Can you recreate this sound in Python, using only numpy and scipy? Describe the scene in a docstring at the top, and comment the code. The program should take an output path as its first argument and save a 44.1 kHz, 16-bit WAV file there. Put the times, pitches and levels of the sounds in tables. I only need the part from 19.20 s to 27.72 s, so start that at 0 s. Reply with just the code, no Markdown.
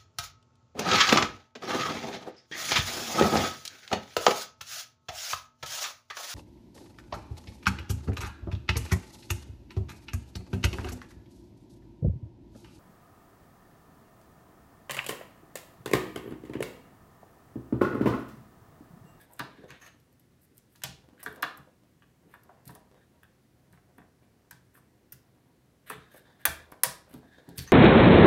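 """Quiet room, desk, open computer case: memory sticks are pressed into their slots.
Latches and contacts snap: noise bursts through plastic resonances. Board knocks and case thuds: struck
modes plus gritty noise. Small metal parts ping: decaying sines. Fingers, parts and sleeves brush, scuff,
slide and rustle: shaped noise. Echoes and a diffuse tail follow; air noise and a low hum lie beneath."""
import sys
import numpy as np
from scipy import signal
from scipy.io import wavfile

SR = 44100
rng = np.random.default_rng(int(sys.argv[2]) if len(sys.argv) > 2 else 0)


def put_to_file(sound):
    """Save the sound as 16-bit audio at rate SR, in the file named by the first command-line argument."""
    columns = np.atleast_2d(sound).T  # one column per channel
    safe = np.clip(columns, -1, 1)
    whole_steps = np.round(safe * 32767)
    wavfile.write(sys.argv[1], SR, whole_steps.astype(np.int16))


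N = 375732

# Board modes. Each row: frequency in Hz, relative level in dB, undamped t60 in s.
BOARD_MODES = [(624, -15, 0.017), (685, 2.5, 0.054), (794, -2.5, 0.13), (903, -12.5, 0.11),
               (1017, 2, 0.075), (1140, -5, 0.18), (1270, -3.5, 0.14), (1550, 7.5, 0.019),
               (1512, -2, 0.073), (1686, 6, 0.036), (1940, -15, 0.14), (2142, -12, 0.081),
               (2444, -8.5, 0.097), (2800, -12.5, 0.053), (3025, -3, 0.025), (3407, -5.5, 0.067),
               (3870, 0, 0.017)]
# Plastic resonances of latches and slots. Each row: centre in Hz, width in Hz, relative level in dB.
LATCH_PEAKS = [(4900, 920, -12.5), (7030, 630, -16), (8430, 1090, -1.5), (11320, 920, 0.5),
               (12300, 1300, 4.5), (14530, 9900, -5)]


def from_db(db):
    """Decibels to gain."""
    return 10 ** (np.asarray(db) / 20)


def rms_one(x):
    """Scale to rms 1."""
    return x / np.sqrt(np.mean(x ** 2) + 1e-20)


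def at_hz(points, hz, axis=1):
    """Interpolate a table column on a log-frequency axis."""
    points = np.array(points)
    return np.interp(np.log(hz), np.log(points[:, 0]), points[:, axis])


def band(x, low_hz, high_hz):
    """Gentle Butterworth band-pass."""
    return signal.sosfilt(signal.butter(2, [low_hz, high_hz], "band", fs=SR, output="sos"), x)


def add(out, start_s, sound):
    """Mix a sound in at its start time."""
    i = max(round(start_s * SR), 0)
    out[i:i + len(sound)] += sound[:N - i]


def drift(rate_hz):
    """Slow random wander of rms 1: noise through a double one-pole low-pass."""
    r = np.exp(-2 * np.pi * rate_hz / SR)
    wander = signal.lfilter([1], [1, -2 * r, r * r], rng.standard_normal(N + SR))
    return rms_one(wander[SR:])  # filter start-up dropped


def resonances(x, peaks, tilt_db=0):
    """Parallel two-pole resonances of alternating sign; tilt in dB per octave about 10 kHz."""
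    out = 0
    for k, (hz, width_hz, db) in enumerate(peaks):
        r = np.exp(-np.pi * width_hz / SR)
        poles = [2, -4 * r * np.cos(2 * np.pi * hz / SR), 2 * r * r]
        ring = signal.lfilter([1 - r * r, 0, r * r - 1], poles, x)
        out = out + (-1) ** k * from_db(db + tilt_db * np.log2(hz / 10000)) * ring
    return out


def snaps(rise_s=0.00053, chatter_db=-20, chatter_t60_s=0.059):
    """Plastic cracks for a few ms, contacts chatter weaker and longer; no two latches ring alike."""
    # Each row: start in seconds, peak of the bright share in dB, dull share relative to it in dB, t60 in s.
    snap_rows = [(0.016, -53, -15, .015), (0.134, -40, -23, 0.012), (.163, -52, -16, .015),
                 (0.192, -32.5, -5.5, 0.018), (0.5037, -52.5, 7, .015), (.8, -59, -4, 0.0052),
                 (.927, -58, -8, 0.0051), (.996, -53.5, -8, 0.0054), (1.37, -50, -14, 0.0054),
                 (1.379, -40, -14, 0.0087), (1.558, -59, 10, 0.014), (1.619, -53, 8, 0.0054),
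                 (1.6353, -24.5, 3, 0.029), (2.002, -49, -11, .02), (2.029, -32.5, -20, 0.05),
                 (2.06, -44, 3, .015), (2.125, -45, -15, .02), (2.159, -48.5, -2, .02),
                 (2.2235, -22.5, -7.5, 0.021), (2.3724, -41, -26, 0.02), (3.1395, -51, -15, .015),
                 (3.2333, -53, -9, 0.017), (3.454, -45.5, -5, .015), (3.476, -38.5, -5.5, 0.018),
                 (3.55, -38.5, -12.5, 0.024), (4.031, -51.5, -29, 0.028), (4.5257, -54, -0.5, 0.016),
                 (4.78, -51.5, -20, .015), (5.309, -38, -4.5, 0.014), (5.9215, -31, -21, 0.032),
                 (6.675, -54, -13, .015), (6.698, -28, -14, .02), (7.253, -7, -18.5, 0.014),
                 (7.5167, -42.5, -8.5, 0.024), (7.634, -5, -14, 0.01), (7.9384, -44, -2.5, 0.016),
                 (8.2893, -46.5, 0, .015), (8.3757, -37.5, -3, 0.017), (8.3802, -24.5, -4.5, 0.017),
                 (8.389, -33.5, 6, 0.014)]
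    grit_db, dull_haste, tilt_db = 3, 1.1, 1.5  # haste: factor on the dull share's decay in dB
    out, t = np.zeros(N), np.arange(SR // 8) / SR
    for start_s, peak_db, dull_db, t60_s in snap_rows:
        decay = from_db(-60 * t / t60_s) + from_db(chatter_db - 60 * t / chatter_t60_s)
        burst = decay * (1 - np.exp(-t / rise_s)) ** 2
        noise = rng.standard_normal((2, len(t)))
        steps = rng.standard_normal(len(t) // 16 + 1).repeat(16)[:len(t)]  # new level every 16 samples
        crackle = noise * from_db(grit_db * steps) * [burst, burst ** dull_haste]
        latch = [(hz * (1 + .015 * rng.standard_normal()), width_hz, db + 2.5 * rng.standard_normal())
                 for hz, width_hz, db in LATCH_PEAKS]
        bright = resonances(crackle[0], latch, tilt_db)
        dull = band(crackle[1], 2100, 8300)
        crack = bright / abs(bright).max() + from_db(dull_db) * dull / abs(dull).max()
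        add(out, start_s, from_db(peak_db) * crack)
    return out


def blows(events, modes, damping, fall_db, fall_change, grit_t60_s, rise_s, kick_db, kick_s,
          rattle_db=5.0, bend=.02, spread=.4):
    """A blow rings detuned, damped modes, strongest near its own pitch, with broad contact grit.

    damping: 1 = free. fall_db: level fall per octave from the pitch, for a blow at -40 dB.
    fall_change: change of that fall per dB harder.
    """
    crunch_db, crunch_octaves = -6, 1.064  # grit level under the ring; half-width about the pitch
    out, t = np.zeros(N), np.arange(SR // 4) / SR
    onset = (1 - np.exp(-t / rise_s)) ** 2  # soft contact, no click
    contact = onset * from_db(kick_db * np.exp(-t / kick_s))  # boost while the parts touch
    focus = spread + (1 - spread) * np.exp(-t / (2 * kick_s))  # ring soon spreads to other modes
    free_hz, mode_db, t60_s = np.array(modes).T[:, :, None]
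    for start_s, peak_db, centre_hz in events:
        octave_fall_db = fall_db + fall_change * (peak_db + 40)
        scatter, detune, lag = rng.standard_normal((3, *mode_db.shape))
        hz = free_hz * (1 + bend * detune)
        distance_db = octave_fall_db * focus * abs(np.log2(hz / centre_hz))
        level_db = mode_db + 2.47 * scatter - distance_db - 60 * damping * t / t60_s
        ring = np.sum(from_db(level_db) * np.sin(2 * np.pi * hz * t - 0.85 * lag), axis=0) * contact
        # loose parts rattle along
        shake = np.interp(t, t[::60], rng.standard_normal(len(t[::60])))
        ring = ring * from_db(rattle_db * shake * (1 - np.exp(-t / kick_s)))
        grit = rng.standard_normal(len(t)) * from_db(rattle_db * shake - 60 * t / grit_t60_s)
        edges_hz = centre_hz / 2 ** crunch_octaves, centre_hz * 2 ** crunch_octaves
        grit = band(band(grit * onset, *edges_hz), *edges_hz)
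        blow = ring / abs(ring).max() + from_db(crunch_db) * grit / abs(grit).max()
        add(out, start_s, from_db(peak_db) * blow)
    return out


def board_knocks():
    """The circuit board is struck: short, heavily damped modes."""
    # Each row: start in seconds, peak of the ring before the band-pass in dB, strongest pitch in Hz.
    knock_rows = [(.195, -24.5, 2580), (.202, -25, 1050), (.505, -37.5, 2000), (.633, -53, 1890),
                  (1.553, -56.5, 1720), (1.619, -44.5, 1920), (1.637, -28, 2970), (1.643, -40, 805),
                  (1.978, -54.5, 1580), (2.029, -39, 1320), (2.062, -24.5, 1440), (2.228, -18.5, 1680),
                  (2.236, -50, 1500), (2.38, -46, 900), (2.822, -49, 1580), (3.139, -40, 1420),
                  (3.292, -46, 670), (3.492, -43, 845), (3.556, -43.5, 890), (4.032, -47.5, 1720),
                  (4.532, -51.5, 1290), (4.575, -53.5, 1190), (4.783, -43.5, 1260), (4.818, -50.5, 1110),
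                  (5.311, -39.5, 1790), (5.552, -50.5, 1590), (5.575, -54, 1060), (5.925, -48.5, 1680),
                  (6.701, -24.5, 1330), (6.945, -54, 1020), (7.253, -13, 1640), (7.262, -33, 895),
                  (7.522, -38.5, 990), (7.635, -17.5, 1800), (7.642, -23.5, 776), (7.941, -49.5, 780),
                  (8.03, -50, 599), (8.287, -48, 710), (8.387, -43, 3100), (8.476, -44, 1890)]
    knocks = blows(knock_rows, BOARD_MODES, damping=2.5, fall_db=13.0, fall_change=-0.18,
                   grit_t60_s=0.012, rise_s=0.00073, kick_db=17.0, kick_s=.0035)
    return band(knocks, 350, 11000)


def case_thuds():
    """The case rocks on the desk: low modes, softer contact."""
    # Each row: start in seconds, peak of the ring in dB, strongest pitch in Hz.
    thud_rows = [(.194, -33.5, 269), (.382, -44, 356), (.415, -46.5, 388), (.5, -45, 154),
                 (1.31, -54.5, 334), (1.639, -39, 133), (1.685, -42.5, 119), (2.061, -39, 440),
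                 (2.228, -41, 324), (2.386, -46.5, 136), (3.05, -51, 440), (3.465, -41, 137),
                 (3.495, -44, 250), (4.522, -53, 131), (4.777, -48.5, 280), (5.324, -53.5, 149),
                 (5.6, -53, 136), (5.925, -54, 154), (6.7, -39, 460), (6.758, -45, 129), (7.253, -43, 383),
                 (7.275, -36.5, 96), (7.633, -45, 500), (7.664, -40, 132), (7.936, -37.5, 254),
                 (8.279, -39, 222), (8.319, -45, 332), (8.377, -31.5, 105)]
    # Each row: mode frequency in Hz, relative level in dB, undamped t60 in s.
    case_modes = [(52.6, -11, 0.57), (75, 0.5, 0.26), (134.4, 2, 0.27), (168.3, 1, 0.17),
                  (198.3, -4.5, 0.21), (241, -6, 0.15), (282, 6, 0.085), (330.7, 3, 0.081),
                  (433.7, -3.5, 0.21), (503, -3.5, 0.045)]
    # negative grit t60: the grit swells to the end of its quarter-second window
    return blows(thud_rows, case_modes, damping=1.19, fall_db=13.5, fall_change=0.2,
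                 grit_t60_s=-0.02, rise_s=0.0047, kick_db=4.0, kick_s=0.0091, rattle_db=2.0)


def pings(t60_s=0.062):
    """A small metal part is struck sharply: one thin decaying mode."""
    # Each row: start in seconds, initial level in dB, pitch in Hz.
    ping_rows = [(8.383, -41, 4520), (8.476, -43, 6110)]
    out, t = np.zeros(N), np.arange(SR // 4) / SR
    for start_s, db, hz in ping_rows:
        add(out, start_s, from_db(db - 60 * t / t60_s) * np.sin(2 * np.pi * hz * t))
    return out


def touch(rows, fade_s):
    """One gain track per dB column: each touch fades in, holds and fades out."""
    t, levels = np.arange(N) / SR, 0
    for start_s, length_s, *dbs in rows:
        inside_s = np.minimum(t - start_s, start_s + length_s - t)
        levels = levels + from_db(dbs)[:, None] * np.clip(inside_s / fade_s + .5, 0, 1)
    return levels


def rubs():
    """Skin hisses in the treble and drags grains through board, loose stick and case panel."""
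    # Fingers brushing. Each row: start in seconds, length in s, skin hiss in dB, board scrape in dB.
    brush_rows = [(0.0, 0.049, -64, -71.5), (.085, 0.19, -72, -80), (.176, 0.02, -77, -62),
                  (.29, 0.12, -86, -67), (.488, 0.084, -88, -59.5), (.612, 0.084, -68.5, -59.5),
                  (1.219, 0.035, -66.5, -94), (1.34, 0.033, -71, -102), (1.504, 0.1, -70, -96),
                  (1.988, 0.1, -73, -64), (2.075, .1, -69, -75), (3.09, 0.082, -74, -72.5),
                  (3.457, 0.057, -61, -68), (3.5, 0.043, -66, -70.5), (4.52, 0.045, -77, -77),
                  (5.02, 0.025, -86, -71), (5.543, 0.05, -64, -72), (6.666, 0.074, -58.5, -54),
                  (6.724, 0.039, -87, -61), (6.918, 0.074, -63.5, -69), (7.195, 0.048, -71, -66),
                  (7.896, 0.091, -66, -68), (8.367, 0.077, -55.5, -62), (8.474, 0.039, -70, -63)]
    # A loose stick scuffs on the desk. 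Each row: start in seconds, length in s, level in dB.
    scuff_rows = [(.488, 0.038, -61.5), (.612, 0.063, -55.5), (6.918, 0.045, -70), (8.367, 0.069, -73),
                  (8.474, 0.02, -52.5)]
    # Slow breathy slides on the case. Each row: start in seconds, length in s, level before flutter in dB.
    slide_rows = [(0.0, 0.026, -58), (.36, 0.091, -63.5), (3.73, 0.13, -76), (6.75, 0.25, -69),
                  (7.05, 0.38, -68), (8.03, 0.4, -67)]
    # Loose stick resonances. Each row: centre in Hz, width in Hz, relative level in dB.
    stick_peaks = [(1121, 52, 4), (1857, 110, 1.5), (2600, 110, -7), (4200, 390, -12.5), (6400, 290, -3),
                   (10800, 240, -13), (13100, 320, -12)]
    # Case panel resonances. Each row: centre in Hz, width in Hz, relative level in dB.
    panel_peaks = [(1680, 130, -1.5), (3170, 32, -12.5), (3600, 350, -15.5)]
    hiss, scrape = touch(brush_rows, fade_s=0.026)
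    scuff, = touch(scuff_rows, fade_s=0.029)
    slide, = touch(slide_rows, fade_s=0.0505) * from_db(3.0 * drift(8.9))
    grains = rng.standard_normal((4, N)) * from_db(3.76 * drift(60))
    held_board = [(hz, 18 / t60_s, db) for hz, db, t60_s in BOARD_MODES]  # held parts ring briefly
    return (hiss * rms_one(resonances(grains[0], LATCH_PEAKS))
            + scrape * rms_one(resonances(grains[1], held_board))
            + scuff * rms_one(resonances(grains[2], stick_peaks))
            + slide * rms_one(resonances(grains[3], panel_peaks)))


def rustle(lumps_db=4.0, under_db=-4):
    """Hands and sleeves on the case: lumpy low noise that comes and goes."""
    # Each row: time in seconds, level before under_db in dB.
    rustle_points = [(0.0, -61), (0.4, -66), (0.73, -74.5), (1.26, -92), (2.01, -61.5), (2.18, -55),
                     (2.54, -79.5), (3.37, -67), (4.25, -75.5), (6.57, -74.5), (7.57, -61.5), (7.74, -65),
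                     (8.28, -70), (8.52, -59)]
    time_s, db = np.transpose(rustle_points)
    lumps = from_db(lumps_db * drift(14.7))
    noise = rms_one(lumps * band(rng.standard_normal(N), 200, 1000))
    return from_db(np.interp(np.arange(N) / SR, time_s, db) + under_db) * noise


def room(bodies, cracks, build_s=0.002):
    """Near echoes, then a tail dying band by band: bodies keep their pitch, cracks smear into noise."""
    # Tail. Each row: frequency in Hz, t60 in s, relative level in dB.
    tail_bands = [(140, 0.76, -18), (479, 0.39, -3), (1536, 0.39, -9), (4400, 0.37, -4), (8240, 0.29, -10),
                  (14200, 0.24, -18)]
    # Desk and wall. Each row: delay in seconds, level before the band-pass in dB.
    echo_rows = [(.0085, -4), (.018, -9)]
    t, white = np.arange(SR // 2) / SR, rng.standard_normal((2, N))
    edges_hz = 45 * 2 ** np.arange(0, 8.7, 1 / 3)
    tail, smear = 0, 0
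    for k, (low, high) in enumerate(zip(edges_hz, edges_hz[1:])):
        hz = np.sqrt(low * high)
        decay = from_db(at_hz(tail_bands, hz, axis=2) - 60 * t / at_hz(tail_bands, hz))
        decay = decay * (1 - np.exp(-t / build_s)) / np.sqrt(SR / 100)
        tail = tail + band(rng.standard_normal(len(t)), low, high) * decay
        energy = signal.fftconvolve(band(cracks, low, high) ** 2, decay ** 2)[:N]
        smear = smear + np.sqrt(abs(energy)) * rms_one(band(white[k % 2], low, high))
    direct = bodies + cracks
    echoes = sum(from_db(db) * np.pad(direct, (round(delay_s * SR), 0))[:N] for delay_s, db in echo_rows)
    return direct + signal.fftconvolve(bodies, tail)[:N] + smear + band(echoes, 520, 4200)


def room_tone(air_db=-65, hum_hz=125.7, hum_db=-70.5):
    """Air and microphone noise in half-octave bands, with a wavering low hum."""
    # Each row: frequency in Hz, relative noise density in dB.
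    air_spectrum = [(15, -43), (25, -9), (92, 3.5), (150, 2), (339, -3.5), (496, -10.5), (706, -16),
                    (902, -19.5), (1730, -18), (2600, -23.5), (12200, -29), (15200, -30.5), (16500, -49)]
    edges_hz, white = 24 * 2 ** np.arange(0, 10, .5), rng.standard_normal((2, N))
    air = 0
    for k, (low, high) in enumerate(zip(edges_hz, edges_hz[1:])):
        level_db = at_hz(air_spectrum, np.sqrt(low * high)) + 0.49 * drift(1)
        air = air + from_db(level_db) * band(white[k % 2], low, high)
    phase = 2 * np.pi * hum_hz * np.arange(N) / SR + 0.97 * drift(5.6)
    hum = np.sin(phase) * from_db(hum_db + 1.0 * drift(3.5))
    return from_db(air_db) * rms_one(air) + hum


def scene():
    """Everything at the case sounds in the room, over the room tone."""
    bodies = board_knocks() + case_thuds() + pings() + rubs() + rustle()
    return (room(bodies, snaps()) + room_tone())[None]


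def record(dry, cutoff_hz=16500):
    """The small microphone drops the deep bass; the top is cut steeply."""
    thin = signal.sosfilt(signal.butter(2, 45, "high", fs=SR, output="sos"), dry)
    return signal.sosfilt(signal.cheby2(14, 60, cutoff_hz, fs=SR, output="sos"), thin)


dry = scene()
out = record(dry)
put_to_file(out)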